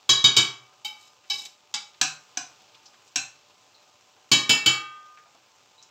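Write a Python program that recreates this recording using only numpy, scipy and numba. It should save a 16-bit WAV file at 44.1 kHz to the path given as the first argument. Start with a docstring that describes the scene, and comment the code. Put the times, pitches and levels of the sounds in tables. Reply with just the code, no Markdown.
"""A steel spoon taps the rim of a steel pot three times, stirs frying onions, and taps three times more.
While stirring it knocks and scrapes the wall and knocks the bottom; small pops and ticks are heard too.
Pot and spoon ring as sums of fading sine waves, and each blow adds a crack and a clatter.
Scrapes, pops and the soft sizzle are shaped noise. A small tiled kitchen answers all but the sizzle.
One microphone hears it, with little deep bass and little treble."""
import sys
import numpy as np
from scipy import signal
from scipy.fft import rfft, irfft
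from scipy.io import wavfile
from scipy.ndimage import uniform_filter1d
from numba import njit

SR = 44100
rng = np.random.default_rng(int(sys.argv[2]) if len(sys.argv) > 2 else 0)


def log_audio(samples):
    """Write samples as a 16-bit WAV file to the path given in sys.argv[1]."""
    # one column per channel
    frames = np.atleast_2d(samples).T
    # limit to full scale, then quantise
    limited = np.clip(frames, -1, 1)
    pcm = np.round(limited * 32767).astype(np.int16)
    wavfile.write(sys.argv[1], SR, pcm)


N = 260190  # length of the scene in samples

# Sizzle and kitchen hush, only the shape counts. Each row: frequency in Hz, level in dB per Hz.
SIZZLE_COLOUR = [(40, -11.5), (110, -2.5), (200, -8.5), (400, -3.5), (800, -3), (1200, -2.5), (1900, -11),
                 (2600, -4), (4000, -7.5), (6000, -8.5), (8000, -12), (10000, -10), (13000, -17.5),
                 (16000, -10)]
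# The sizzle grows while the onions are turned. Each row: time in seconds, level in dB.
SIZZLE_LEVEL = [(0, -54), (1.602, -56), (2.4, -51.5), (3.2, -53.5), (4.2, -54.5), (5.9, -55)]
# Faint narrow resonances in the hush, probably the pot sounding with the sizzle.
# Each row: frequency in Hz, width in Hz, level in dB against the sizzle.
HUSH_RESONANCES = [(592, 20, 5), (754, 24, 7), (830, 20, 5), (890, 12, 8), (1025, 24, 5), (1222, 20, 3)]
# Pitches at which the pot wall can ring, in Hz.
WALL_HZ = [129, 393, 834, 1093, 1114, 1669, 1815, 2273, 2670, 3029, 3071, 3291, 3765, 3800, 3860, 4298,
           4382, 4624, 4829, 5088, 5270, 5313, 5529, 5805, 6138, 6350, 6575, 6670, 7031, 7084, 2972, 3162,
           3316, 3892, 5880]
# How the wall rings at each of those pitches. Each row: level in dB, time to fade by 60 dB in seconds
# before extra losses, then the change in dB per unit of depth below the rim, of place around the rim,
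# and of spoon angle.
WALL_MODES = [(-30, 0.61, -11, 5.5, 8), (-31.5, 1, -0.5, 6, -0.85), (-20, 0.56, 4, -11.5, -5.6),
              (-26, 1, -3, 5.5, -5), (-24, 0.49, 0, 1.5, 1.3), (-21.5, 0.41, -2.8, 1, 0.5),
              (-32, 0.99, -6.5, 2.5, -19), (-5.5, 0.5, -1.5, -6, -1), (-13.5, 0.86, -2.5, -9, -7.5),
              (-2, 0.42, -2.1, -3, -2.2), (-9.5, 0.17, -5, -11, 6), (-17.5, 0.36, -10.5, 6, -1.5),
              (-22, 0.17, -4, -9, 18), (-13.5, 0.35, 6.5, 0.5, 0.5), (-6, 0.42, -0.5, 6.5, -6),
              (-23, 0.53, 5.5, 9, -10), (-21.5, 0.29, -11, 3.5, 3.5), (-13.5, 0.14, -3.5, -6, 6.5),
              (-14.5, 0.33, 5, 9.5, 2.5), (-7, 0.54, 1, -7.5, -9), (-22.5, 0.37, 10, 1, -9),
              (-15.5, 0.96, 5.5, 7.5, -0.5), (-28.5, 0.71, 15, 4, -7), (-34.5, 0.18, 12.5, 10, -3.5),
              (-18.5, 0.81, 3, 10, 4), (-25.5, 0.14, 13.5, 1, -6), (-21.5, 0.21, 1, 3.5, -4.5),
              (-18.5, 0.49, -6.5, 4.5, -5.5), (-20, 0.87, -8.5, 4.5, 5.5), (-24, 0.31, -12, -1.5, 2),
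              (-21, 0.55, 0, 1, 2), (-19, .4, 1, 5.5, 3), (-18.5, .4, 0, 10, 4), (-8, 0.27, 9, 4.5, -0.5),
              (-21.5, 0.44, 5.5, 7, -1.5)]
# Spoon left free to ring after a blow.
# Each row: frequency in Hz, level in dB, time to fade by 60 dB in seconds.
SPOON_MODES = [(1222, -26, 1.8), (1545, -29, 1.2), (3266, -24, .65), (2015, -38, .9)]
# Short clang of the spoon's bowl.
# Each row: frequency in Hz, level in dB, time to fade by 60 dB in seconds.
BOWL_MODES = [(4382, 1, .18), (4300, -9, .2), (4520, -9, .12), (3880, -8, .2)]
# Blows on rim and wall. Each row: time in seconds, level in dB, depth below the rim, place around the rim,
# spoon angle, clatter in dB, spoon ring in dB, bowl clang in dB, treble of the clatter in dB.
WALL_BLOWS = [(0.091, -10.5, -0.48, 1.38, 0.12, -20.5, -20.5, -42, -1),
              (0.241, -10, 0.046, 0.36, 1.69, -19.5, -17.5, -39.5, -12.5),
              (0.365, -9, -0.15, 0.13, 1.48, -16.5, -28.5, -49, -4),
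              (0.847, -33, 0.89, -1.36, 1.14, -39.5, -30.5, -79, 9),
              (1.299, -21.5, 1.23, -0.28, 0.38, -36, -38, -28, 4.5),
              (1.74, -34.5, 1.48, -1.1, 0.52, -25.5, -33.5, -62.5, -15),
              (4.315, -9.5, -1.07, 0.15, -0.12, -16, -11.5, -17, 1),
              (4.493, -17, -1.97, -0.96, -0.44, -18, -22, -32.5, 2.5),
              (4.66, -13, -1.37, -0.62, 0.36, -20, -4.5, -32, 1)]
# Clatter of a blow. Each row: frequency in Hz, level in dB per Hz, time to fade by 60 dB in seconds
# before each part's own shortening and extra losses.
CLATTER_COLOUR = [(104, -11, 0.29), (330, -9.5, 0.62), (574.4, -18, 0.65), (1343, -9, 0.88),
                  (1900, -14.5, 0.81), (3080, -2.5, 0.29), (5240, -6, 0.5), (8400, -3.5, 0.31),
                  (9950, -5.5, 0.36), (13200, -13, 0.25), (16000, -8, .2)]
# Small pops and ticks. Each row: time in seconds, starting level in dB, centre in Hz, width in Hz.
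POP_EVENTS = [(0.726, -54.5, 904, 888), (1.242, -52.5, 1472, 2620), (1.457, -36.5, 4020, 4800),
              (1.943, -51, 2720, 3000), (2.745, -47, 3400, 1800), (2.857, -43, 5200, 1795),
              (2.94, -51.5, 1520, 2480), (3.077, -48, 5970, 4000), (3.744, -52, 4075, 503),
              (4.165, -53.5, 864, 800), (5.173, -45, 1640, 1498), (5.258, -51.5, 885, 892),
              (5.35, -53, 810, 707), (5.779, -52, 3940, 234.5), (5.826, -44, 6000, 2170)]
# Spoon edge scraping the wall. Each row: start in seconds, length in seconds, level in dB.
SCRAPE_EVENTS = [(0.99, 0.088, -55), (1.348, 0.11, -41.5)]
# Bottom of the pot, damped by onions. Each row: frequency in Hz, level in dB, time to fade by 60 dB in
# seconds before extra losses, change in dB per unit of distance from the middle.
BOTTOM_MODES = [(133, -14, 0.75, 1), (281.7, -7, 0.19, 9), (750, -13, 0.3, 10), (1039, -27.5, 0.51, 14.5),
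                (1518, -14.5, 0.44, 3), (1660, -7.5, 0.15, 2.5), (2415, -7.5, 0.22, 0),
                (2570, -1.5, 0.36, -21), (2770, -4.5, 0.19, -8), (2916, -14.5, 0.28, 2),
                (4140, -8, 0.39, -21), (4010, -7.5, 0.28, -1), (5000, -31.5, 0.082, -20),
                (5060, -24, 0.2, 24.5), (5580, 0, 0.15, -2.5), (5990, 0.5, 0.027, 17), (6520, -13, 0.24, 9),
                (6620, -9, 0.32, -15), (7620, -10.5, 0.27, 6), (7950, 2, 0.11, -7)]
# Knocks on the bottom. Each row: time in seconds, level in dB, distance from the middle from 0 to 1.
BOTTOM_KNOCKS = [(2.013, -23, 0.38), (2.372, -35.5, 0.84), (3.158, -28, 0.22)]
# Microphone colour. Each row: frequency in Hz, level in dB.
MIC_COLOUR = [(30, -20.5), (60, -19.5), (95, -6), (7400, -3), (8400, -12), (9300, -30), (10500, -22),
              (12000, -16.5), (15500, -16), (16200, -33.5)]

SPOON_HELD_S = 5.2  # the other hand closes on the spoon
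ONION_DEPTH = 0.43  # below this depth the wall is covered by onions
RIM_LOSS_PER_S, ONION_LOSS_PER_S = 0.56, 1.1  # extra loss at the rim; added per unit of depth into the onions
FREE_LOSS_PER_S = 0.18  # less loss per unit of height on the rim, where the spoon springs off
TILT_DB_PER_DEPTH = 0.46  # per octave: deeper blows have a brighter clatter
# In the clatter: a blow on the rim drives the pot into the stove, one into the onions hardly.
RIM_THUD_DB, THUD_DB_PER_DEPTH = 6.5, -16
RIM_CRACK, ONION_CRACK = 2.2, 1  # crack against clatter at the rim; added per unit of depth into the onions
BEAT_DB, BEAT_DB_PER_DEPTH = -9, 5  # neighbours against each wall mode: high on the rim the ring is purest
KNOCK_CLATTER_DB, KNOCK_TREBLE_DB = -0.5, -8.5  # clatter is against the level of the knock
# Each pair: value in the middle, change out to the wall. Extra loss in 1/s, tilt in dB per octave, thud in dB.
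KNOCK_LOSS_PER_S, KNOCK_TILT_DB, KNOCK_THUD_DB = (0.57, 0.19), (1.1, -3), (-12, -3.5)
SCRAPE_RISE_DB_S, SCRAPE_FALL_DB_S = 325, 605  # dB per second
STOP_DB_S = 250  # a scrape ends with the spoon pressed to the wall, which stops the ring
POP_T60_S = 0.14  # for a width of 1 kHz; narrower pops ring longer
ROOM_T60_S, ROOM_DB = .28, -11
TOP_HZ = 16700  # nothing much is heard above this
RING = int(1.3 * SR)  # longest ring, in samples


def undb(db):
    """Turn decibels into a plain factor."""
    return 10 ** (np.asarray(db) / 20)


def add(out, s, x):
    """Mix x into out from time s in seconds."""
    i = int(s * SR)
    out[i:i + len(x)] += x[:N - i]


def colour(x, points):
    """Filter by (Hz, dB) points without sounding early: minimum phase, from the cepstrum."""
    f, db = np.transpose(points)[:2]
    grid = np.linspace(1, SR / 2, 2049)
    log_gain = np.interp(np.log(grid), np.log(f), db) * np.log(10) / 20
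    cepstrum = irfft(log_gain)
    # fold the second half onto the first
    cepstrum[1:2048] *= 2
    cepstrum[2049:] = 0
    response = irfft(np.exp(rfft(cepstrum)))
    return signal.fftconvolve(x, response)[:len(x)]


def band(x, hz, width_hz):
    """Keep only a band of frequencies around hz."""
    low = np.sqrt(hz ** 2 + width_hz ** 2 / 4) - width_hz / 2
    high = min(low + width_hz, .49 * SR)
    return signal.sosfilt(signal.butter(2, [low, high], "band", fs=SR, output="sos"), x)


def walk(rate):
    """Wander smoothly between random levels, about rate of them per second, with a spread of 1."""
    hold = int(SR / rate)
    steps = np.repeat(rng.standard_normal(N // hold + 1), hold)
    smooth = uniform_filter1d(uniform_filter1d(steps, hold), hold)[:N]
    return smooth / smooth.std()


def sizzle():
    """Countless tiny bubbles: grainy noise with some larger grains, flickering a little in octave bands."""
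    grain_size = np.minimum(rng.exponential(size=N // 64 + 1), 6)
    grains = rng.standard_normal(N) * undb(1.6 * grain_size.repeat(64)[:N])
    hiss = colour(grains, SIZZLE_COLOUR)
    out = hiss.copy()
    for hz in 60 * 2. ** np.arange(0, 9):
        flicker = undb(.7 * walk(20)) - 1
        out += band(hiss, hz, hz * .7) * flicker
    for hz, width_hz, db in HUSH_RESONANCES:
        out += undb(db) * band(hiss, hz, width_hz)
    level_db = np.interp(np.arange(N) / SR, *np.transpose(SIZZLE_LEVEL))
    return out / out.std() * undb(level_db)


@njit
def sines(hz, gain, t60, phase, size):
    """Add up fading sine waves; each t60 is the time in seconds to fade by 60 dB."""
    out = np.zeros(size)
    for k in range(len(hz)):
        # each sample turns z a little and shrinks it a little
        pole = np.exp(2j * np.pi * hz[k] / SR - np.log(1000) / (t60[k] * SR))
        z = gain[k] * np.exp(2j * np.pi * phase[k])
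        for i in range(min(size, int(1.2 * t60[k] * SR))):
            out[i] += z.imag
            z *= pole
    return out


def damped(t60, loss):
    """Shorten rings by a loss in 1/s from onions or a lingering spoon; long rings lose most."""
    return 1 / (1 / t60 + max(loss, 0))


def swell(rise_s):
    """Let the start of a ring build up smoothly instead of clicking on."""
    return 1 - np.exp(-np.arange(RING) / SR / rise_s)


def slant(hz, tilt, thud_db, treble_db):
    """Colour one blow in dB: tilt brightens, the thud into the stove adds bass, the spoon edge treble."""
    tilt_db = tilt * np.log2(np.clip(hz, 500, 8000) / 3000)
    bass_db = thud_db / (1 + (hz / 500) ** 4)
    edge_db = treble_db / (1 + (9000 / hz) ** 8)
    return tilt_db + bass_db + edge_db


def ring(hz, db, t60, rise_s=0.0042, twin_db=-10, split_hz=30, count=2):
    """Modes of a round vessel come with close neighbours, mostly weaker, that make them beat."""
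    chance = rng.random((2, count * len(hz)))
    t60 = np.maximum(t60, .01)
    centre_hz = np.tile(hz, count)
    # split_hz holds at 3 kHz and grows with pitch
    twin_hz = centre_hz + split_hz * np.sqrt(centre_hz / 3000) * (2 * chance[0] - 1)
    twin_gain = np.tile(undb(db + twin_db), count)
    twins = sines(twin_hz, twin_gain, np.tile(t60, count), chance[1], RING)
    main = sines(hz, undb(db), t60, 0 * hz, RING)
    return (main + twins) * swell(rise_s)


def clatter(db, contact, loss, crack, count=500):
    """A sharp crack, and hundreds of lesser modes of pot and grate, different for every blow."""
    f, spec_db, t60 = np.transpose(CLATTER_COLOUR)
    chance = rng.random((4, count))
    hz = 80 + 16000 * chance[0] ** 1.6
    at = np.log(hz), np.log(f)
    # the modes crowd at the bottom of the range, so each one there is weaker
    crowding_db = 3.75 * np.log10(hz / 3000) - 6
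    mode_db = np.interp(*at, spec_db) + slant(hz, *contact) + crowding_db
    gain = undb(db + mode_db - 15.5 * chance[1])
    life = damped(np.interp(*at, t60) * (0.34 + .5 * chance[2]), loss)
    lesser_modes = sines(hz, gain, life, chance[3], RING)
    # the crack fades in 18 ms and is stronger above 9 kHz
    crack_gain = gain * (1 + 0.46 * (hz > 9000))
    sharp_crack = sines(hz, crack_gain, 0.018 + 0 * hz, chance[2], RING)
    return (lesser_modes + crack * sharp_crack) * swell(0.0019)


def stopped(x, s):
    """Fade a ring begun at s when a scrape that soon follows it comes to rest."""
    for start, length, _ in SCRAPE_EVENTS:
        if 0 < start - s < .2:
            since_rest_s = np.arange(len(x)) / SR + s - start - length
            return x * undb(-STOP_DB_S * np.maximum(since_rest_s, 0))
    return x


def taps():
    """Where and how the spoon lands decides how strongly each mode of the wall moves."""
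    pot, spoon = np.zeros(N), np.zeros(N)
    hz = np.array(WALL_HZ, float)
    db, t60, *shape_db = np.transpose(WALL_MODES)
    t60 = np.minimum(t60, 1700 / hz)  # high modes radiate their energy sooner
    for s, blow_db, depth, place, angle, clatter_db, spoon_db, bowl_db, treble_db in WALL_BLOWS:
        sunk = np.clip(depth - ONION_DEPTH, 0, 1)
        loss = RIM_LOSS_PER_S + ONION_LOSS_PER_S * sunk + FREE_LOSS_PER_S * min(depth, 0)
        contact = TILT_DB_PER_DEPTH * depth, RIM_THUD_DB + THUD_DB_PER_DEPTH * sunk, treble_db
        mode_db = blow_db + db + np.dot([depth, place, angle], shape_db)
        twin_db = BEAT_DB + BEAT_DB_PER_DEPTH * depth
        wall = ring(hz, mode_db, damped(t60, loss), twin_db=twin_db, split_hz=45, count=4)
        add(pot, s, stopped(wall, s))
        add(pot, s, clatter(clatter_db, contact, loss, RIM_CRACK + ONION_CRACK * sunk))
        spoon_modes = np.transpose(SPOON_MODES) + [[0], [spoon_db], [0]]
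        add(spoon, s, ring(*spoon_modes, rise_s=0.017, twin_db=-19.0))
        bowl_modes = np.transpose(BOWL_MODES) + [[0], [bowl_db], [0]]
        add(spoon, s, ring(*bowl_modes))
    held_s = np.maximum(np.arange(N) / SR - SPOON_HELD_S, 0)
    return pot + spoon * undb(-150 * held_s)  # the held spoon fades by 150 dB per second


def pops():
    """Short fading bursts of noise from bursting juice and light touches of the spoon."""
    out, t = np.zeros(N), np.arange(RING // 4) / SR
    for s, db, hz, width_hz in POP_EVENTS:
        burst = band(rng.standard_normal(len(t)), hz, width_hz)
        fade_db = -60 * t * np.sqrt(width_hz / 1000) / POP_T60_S
        add(out, s, burst / burst.std() * undb(db + fade_db))
    return out


def scrapes():
    """Dense uneven slips of the spoon hiss and keep the wall modes sounding."""
    t = np.arange(N) / SR
    push = np.zeros(N)
    for s, length, db in SCRAPE_EVENTS:
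        rise_db = SCRAPE_RISE_DB_S * np.maximum(s - t, 0)
        fall_db = SCRAPE_FALL_DB_S * np.maximum(t - s - length, 0)
        push += undb(db - rise_db - fall_db)
    slips = push * rng.standard_normal(N) * undb(4 * walk(400))
    db, t60, deep_db = np.transpose(WALL_MODES)[:3]
    # the wall is rubbed at a depth of 0.85
    wall = sines(np.array(WALL_HZ, float), undb(db + 0.85 * deep_db - 28.5), 0.31 * t60, 0 * db, RING)
    hiss = undb(5.5) * band(slips, 6600.0, 8400.0)
    return hiss + signal.fftconvolve(slips, wall)[:N]


def knocks():
    """The bottom under the onions rings short and blurred, with a hard crack."""
    out = np.zeros(N)
    hz, db, t60, outward_db = np.transpose(BOTTOM_MODES)
    for s, blow_db, distance in BOTTOM_KNOCKS:
        loss, tilt, thud_db = np.dot([KNOCK_LOSS_PER_S, KNOCK_TILT_DB, KNOCK_THUD_DB], [1, distance])
        contact = tilt, thud_db, KNOCK_TREBLE_DB
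        mode_db = blow_db + db + distance * outward_db + slant(hz, *contact)
        # many strong neighbours blur each mode
        bottom = ring(hz, mode_db, damped(t60, loss), rise_s=.0006, twin_db=-1, split_hz=110, count=8)
        add(out, s, bottom)
        add(out, s, clatter(blow_db + KNOCK_CLATTER_DB, contact, loss, 7.3))
    return out


def kitchen(x):
    """Tiled walls return a dense tail of noise that builds up, fades, and roughens every ring."""
    t = np.arange(SR // 2) / SR
    tail = rng.standard_normal(len(t)) * undb(-60 * t / ROOM_T60_S) * (1 - np.exp(-t / 0.032))
    echo = signal.fftconvolve(x, tail / np.linalg.norm(tail))[:N]
    return x + undb(ROOM_DB) * echo


def scene():
    """All sources at the single microphone; the sizzle has no added room tail."""
    struck = taps() + knocks() + scrapes() + pops()
    return (kitchen(struck) + sizzle())[None]


def record(dry):
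    """The microphone loses deep bass and much above 8 kHz, rounds the loudest peaks and cuts the top."""
    heard = np.tanh(0.77 * colour(dry[0], MIC_COLOUR)) / 0.72
    top_cut = signal.ellip(10, .2, 80, TOP_HZ, fs=SR, output="sos")
    return signal.sosfilt(top_cut, heard)[None]


dry = scene()
out = record(dry)
log_audio(out)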